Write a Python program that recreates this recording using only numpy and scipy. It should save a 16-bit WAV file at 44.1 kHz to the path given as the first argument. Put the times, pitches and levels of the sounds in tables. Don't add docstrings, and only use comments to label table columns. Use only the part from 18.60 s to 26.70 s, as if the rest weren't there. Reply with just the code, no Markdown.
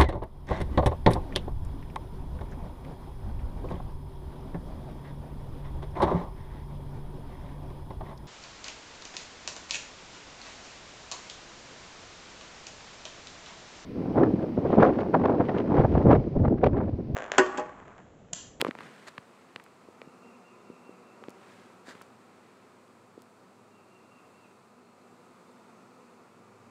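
import sys
import numpy as np
from scipy import signal
from scipy.fft import rfft, irfft, next_fast_len
from scipy.io import wavfile
from scipy.ndimage import map_coordinates

SR = 44100
rng = np.random.default_rng(int(sys.argv[2]) if len(sys.argv) > 2 else 0)


def output_pcm(signal):
    pcm = np.clip(np.atleast_2d(signal).T, -1, 1) * 32767
    wavfile.write(sys.argv[1], SR, np.round(pcm).astype(np.int16))


N = 357210
TIME_S = np.arange(N) / SR


def amp(db):
    return 10 ** (np.asarray(db) / 20)


def unit(x):
    return x / np.sqrt(np.mean(x ** 2) + 1e-20)


def wobble(knots_per_s):
    coarse = np.arange(0, N + 64, 64)
    knots = rng.standard_normal(int(N * knots_per_s / SR) + 4)
    return np.interp(np.arange(N), coarse, map_coordinates(knots, [coarse * knots_per_s / SR]))


def swell(t, middle_s, half_s):
    return np.exp(-((t - middle_s) / half_s) ** 2)


def cycles(hz):
    return np.cumsum(hz) / SR


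def filtered(x, gain_at_hz):
    size = next_fast_len(N + 8192)
    return irfft(rfft(x, size) * gain_at_hz(np.fft.rfftfreq(size, 1 / SR)), size)[:N]


def coloured(x, spectrum):
    points_hz, db = np.transpose(spectrum)
    return unit(filtered(x, lambda hz: amp(np.interp(np.log(hz + 1), np.log(points_hz), db))))


def add(out, start_s, sound):
    out[round(start_s * SR):][:len(sound)] += sound


# frequency_hz, level_db
AIR_SPECTRUM = [(25, -19), (70, -23), (125, 0), (155, 0), (210, 3.5), (600, -1.5), (1300, -1.5),
                (1700, -10.5), (3200, -18), (4400, -16), (5600, -23.5), (8000, -18), (10200, -26.5),
                (15500, -34.5)]

def open_air(level_db=-61):
    return amp(level_db + 0.6 * wobble(3.06)) * coloured(rng.standard_normal(N), AIR_SPECTRUM)


# pitch_hz, relative_db
DRONE_TONES = [(102, -5), (123, -5.5)]
# time_s, level_db
DRONE_LEVELS = [(0.7, -75), (4.7, -70), (5.67, -72.5), (7.42, -74.5), (8.1, -63)]

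def far_drone():
    drone = np.zeros(N)
    for hz, db in DRONE_TONES:
        gain = amp(db + 1.8 * wobble(8.5))
        drone += gain * unit(np.sin(2 * np.pi * cycles(hz + 3.547 * wobble(13))))
    return drone * amp(np.interp(TIME_S, *np.transpose(DRONE_LEVELS)))


def whistle(t, hold_s, pitch_hz, attack_s=0.017, release_s=0.088):
    envelope = np.clip(np.minimum(t / attack_s, 1 - (t - hold_s) / release_s), 0, 1)
    sag_hz = 248 * t
    drop_hz = np.clip(8000 * (t - hold_s), 0, 221)
    quaver = 1 + 0.01 * wobble(140)[:len(t)]
    tremble = amp(2.5 * wobble(45)[:len(t)])
    return envelope * tremble * np.sin(2 * np.pi * cycles((pitch_hz - sag_hz - drop_hz) * quaver))


def through_trees(call, echo_db, t60_s=0.85):
    t = TIME_S[:len(call)]
    paths = rng.standard_normal(len(t)) * amp(-60 * t / t60_s)
    paths *= amp(echo_db) / np.linalg.norm(paths)
    paths[0] += 1
    return signal.fftconvolve(call, paths / np.linalg.norm(paths))


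# start_s, hold_s, pitch_hz, level_db
WHISTLE_NOTES = [(1.44, 0.06, 2765, -68), (1.616, 0.078, 2763, -64), (1.836, 0.062, 2760, -64.5),
                 (2.038, 0.079, 2730, -64.5), (2.228, 0.097, 2725, -65.5), (2.434, 0.091, 2710, -66),
                 (5.105, 0.07, 2765, -66.5), (5.305, 0.075, 2755, -67), (5.502, 0.065, 2750, -67),
                 (5.73, 0.1, 2730, -65)]
# middle_s, pitch_hz, level_db
BIRD_PEEPS = [(2.01, 3620, -76), (2.08, 3640, -77), (2.16, 3650, -78), (6.26, 4265, -76), (6.33, 4245, -75),
              (6.425, 4250, -75), (6.885, 3582, -77), (6.98, 3610, -78), (7.095, 3610, -74)]

def far_birds(peep_half_s=0.024):
    t = TIME_S[:SR // 2]
    out = np.zeros(N + SR)
    notes = [(start_s, db, whistle(t, hold_s, hz)) for start_s, hold_s, hz, db in WHISTLE_NOTES]
    for start_s, db, note in notes:
        add(out, start_s, amp(db) * through_trees(note, echo_db=1.5))
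    lead_s = 2 * peep_half_s
    for middle_s, hz, db in BIRD_PEEPS:
        peep = swell(t, lead_s, peep_half_s) * np.sin(2 * np.pi * hz * t)
        add(out, middle_s - lead_s, amp(db) * through_trees(peep, echo_db=-3))
    return out[:N]


# frequency_hz, level_db
SKIN_SPECTRUM = [(60, -38), (150, -5.5), (700, -5), (1200, -3.5), (1600, 1.5), (2400, -2), (4500, -8.5),
                 (5500, -12), (8500, -11.5), (11000, -21), (15500, -27)]
# middle_s, half_length_s, level_db, tilt_db_per_octave
FINGER_SLIDES = [(0.006, 0.015, -40, -5), (0.076, 0.018, -42.5, -5), (0.236, 0.068, -49.5, -4),
                 (0.38, 0.17, -56.5, -2.5), (.72, 0.71, -65.5, -2), (2.934, 0.22, -60.5, -2),
                 (3.36, 0.085, -59, -3), (3.826, 0.56, -65.5, -3.5)]

def finger_slides():
    out = np.zeros(N)
    for middle_s, half_s, db, tilt in FINGER_SLIDES:
        grain = rng.standard_normal(N) * amp(1.5 * wobble(250))
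        rub = coloured(grain, [(hz, level + tilt * np.log2(hz)) for hz, level in SKIN_SPECTRUM])
        out += amp(db) * swell(TIME_S, middle_s, half_s) * rub
    return out


# frequency_hz, level_db
NAIL_SPECTRUM = [(60, -18), (220, -2), (800, -0.5), (1100, -5), (1600, 5.5), (2200, -2), (2850, -10),
                 (3700, -5.5), (4200, -8.5), (4700, -6), (5500, -14.5), (7400, -11), (9500, -21),
                 (12000, -27.5), (15500, -37.5)]
# middle_s, half_length_s, level_db
NAIL_SCRAPES = [(0.481, 0.01, -41.5), (3.298, 0.032, -47.5)]

def nail_scrapes(slips_per_s=7000):
    out = np.zeros(N)
    for middle_s, half_s, db in NAIL_SCRAPES:
        slips = (rng.random(N) < slips_per_s / SR) * rng.standard_normal(N)
        out += amp(db) * swell(TIME_S, middle_s, half_s) * coloured(slips, NAIL_SPECTRUM)
    return out


# frequency_hz, width_hz, gain_db
CASE_MODES = [(483, 180, 3.5), (1090, 430, 1), (1974, 320, -9), (3180, 2700, -8)]

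def knock(pitch_hz, q, low_cut_hz=95, size=2048):
    f = np.fft.rfftfreq(size, 1 / SR)
    s, u = 1j * f / pitch_hz, 1j * f / low_cut_hz
    resonance = s / (1 + s / q + s * s)
    treble_cut = 1 / (1 + s / 1.28 + (s / 2.0) ** 2) / (1 + s / 2.2 + (s / 2.9) ** 2)
    case = 1 + sum(amp(db) * 1j * f * width / (hz * hz - f * f + 1j * f * width)
                   for hz, width, db in CASE_MODES)
    low_cut = (u * u / (1 + np.sqrt(2) * u + u * u)) ** 2
    ring = irfft(resonance * treble_cut * case * low_cut, size)[:size // 2]
    return ring / np.abs(ring).max()


# start_s, peak_db, pitch_hz
FINGER_BUMPS = [(0.0234, -19, 378), (0.0487, -23.5, 428), (0.067, -23.5, 362), (0.0853, -23, 255),
                (0.0888, -23, 234), (0.5816, -38.5, 150), (1.286, -39, 308), (1.4171, -35.5, 480),
                (1.4737, -39.5, 189), (2.1, -34, 240), (2.2929, -36, 278), (2.625, -40.5, 380),
                (2.6835, -29.5, 260), (3.282, -41, 240), (3.352, -44, 258), (4.577, -36.5, 290)]

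def finger_bumps():
    out = np.zeros(N + SR)
    for start_s, db, pitch_hz in FINGER_BUMPS:
        add(out, start_s, amp(db) * knock(pitch_hz, q=1.47))
    return out[:N]


# start_s, level_db, pitch_hz, ring_q, jolt_relative_db
NAIL_CLICKS = [(0.0062, -27, 1500, 2, -20), (0.0092, -19.5, 2300, 0.96, -20), (0.0147, -9, 2900, 1.1, -25),
               (0.0144, -15, 10000, 1.7, -30), (0.0157, -18.5, 1200, 1.3, -20),
               (0.048, -16.5, 1190, 1.8, -13.5), (0.0675, -24.5, 1000, 0.89, -13),
               (0.0824, -34.5, 2400, 0.78, -12), (0.1103, -25, 1980, 3.0, -17),
               (0.152, -29.5, 1170, 1, -10.5), (0.188, -29.5, 1500, 0.86, -14),
               (0.207, -29.5, 1300, 1, -10), (0.579, -35, 1460, 1.5, -13), (0.5808, -26.5, 1580, 0.97, -12),
               (0.9609, -23, 1930, 1.3, -14), (0.9987, -37.5, 1600, 1.5, -15),
               (1.0018, -40, 1270, 1.8, -19.5), (1.04, -42, 8600, 0.95, -25), (1.0636, -43.5, 1600, 1, -10),
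               (1.4169, -34, 2330, 3.9, -20), (2.6388, -35, 1500, 0.79, -12),
               (2.6847, -36.5, 1930, 0.71, -17.5), (2.6948, -42.5, 7640, 1, -25),
               (2.7053, -40, 7040, 1, -24.5), (3.3523, -42.5, 1700, 1.2, -16),
               (3.4137, -37.5, 1260, 0.89, -15), (3.4185, -38, 9000, 1, -19), (3.4232, -42, 4500, 1, -21.5),
               (4.2795, -52, 4200, 0.8, -25), (4.593, -49.5, 2900, 0.9, -20),
               (4.6203, -42, 7500, 0.72, -25)]

def nail_clicks(snap_db=-22, chatter_db=-11, chatter_t60_s=0.01):
    out = np.zeros(N + SR)
    jolt, snap = knock(pitch_hz=253, q=0.78), knock(pitch_hz=8800, q=2.8)
    t = TIME_S[:len(jolt)]
    lowpass = signal.butter(1, 5000, fs=SR)
    for start_s, db, pitch_hz, q, jolt_db in NAIL_CLICKS:
        ring = knock(pitch_hz, q)
        rattle = signal.lfilter(*lowpass, rng.standard_normal(len(t)) * amp(-60 * t / chatter_t60_s))
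        chatter = signal.fftconvolve(ring, rattle / np.linalg.norm(rattle))[:len(t)]
        click = ring + amp(snap_db) * snap + amp(chatter_db) * chatter + amp(jolt_db) * jolt
        add(out, start_s, amp(db) * click)
    return out[:N]


def bee(beat_hz, wander, flutter, swing_db, harmonics=30, size=2048):
    stroke = irfft(np.r_[0, np.exp(2j * np.pi * rng.random(harmonics))], size)
    rate_hz = beat_hz * np.exp(wander * wobble(2.5) + flutter * wobble(16))
    wave = np.interp(cycles(rate_hz) % 1 * size, np.arange(size), stroke)
    return unit(wave) * amp(swing_db * np.tanh(wobble(2.948) / 2))


# frequency_hz, level_db
WING_SPECTRUM = [(110, -32), (170, -1), (245, 3), (300, 1.5), (380, 4), (510, -1.5), (600, -3), (820, -6),
                 (1000, -4), (1380, -5.5), (1550, -17.5), (2600, -14.5), (3200, -31.5), (8000, -22.5)]
# middle_s, half_length_s, wingbeat_hz, level_db
BEE_FLYBYS = [(1.64, 0.14, 250.4, -63), (4.33, 0.1, 229, -65), (5.14, 0.11, 212.3, -67),
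              (6.2, 0.05, 249.7, -64), (6.47, 0.08, 245.6, -64), (7.15, 0.14, 229.6, -66),
              (7.8, 0.11, 252, -64)]

def near_bees():
    out = np.zeros(N)
    darker = [(hz, level - 3 * np.log2(hz)) for hz, level in WING_SPECTRUM]
    for middle_s, half_s, beat_hz, db in BEE_FLYBYS:
        wings = coloured(bee(beat_hz, wander=.04, flutter=.016, swing_db=1), darker)
        out += amp(db) * swell(TIME_S, middle_s, half_s) * wings
    return out


# middle_s, half_length_s, gain_db
SWARM_SWELLS = [(1.623, 0.28, 2.2), (7.3, 0.92, 3)]

def swarm(bees_per_group=17, hum_db=-61, buzz_db=-63, drift_db=2):
    flying = sum(bee(hz, wander=.032, flutter=.009, swing_db=7.5)
                 for hz in np.linspace(232, 262, bees_per_group))
    fanning = sum(bee(hz, wander=.04, flutter=.011, swing_db=6.5)
                  for hz in np.linspace(163, 222, bees_per_group))
    wings = coloured(flying + amp(1.0) * fanning, WING_SPECTRUM)
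    hum = filtered(wings, lambda hz: 1 / (1 + (hz / 580) ** 8))
    buzz = wings - hum
    passing_db = sum(db * swell(TIME_S, middle_s, half_s) for middle_s, half_s, db in SWARM_SWELLS)
    gain = amp(drift_db * wobble(1.19) + passing_db)
    return gain * (amp(hum_db) * unit(hum) + amp(buzz_db) * unit(buzz))


def scene():
    bees = swarm() + near_bees()
    background = open_air() + far_drone() + far_birds()
    handling = nail_clicks() + finger_bumps() + finger_slides() + nail_scrapes()
    return (bees + background + handling)[None]


def record(dry):
    top_hz, edge_hz = 15750, 400
    return filtered(dry[0], lambda hz: np.clip((top_hz - hz) / edge_hz + .5, 0, 1))[None]


dry = scene()
out = record(dry)
output_pcm(out)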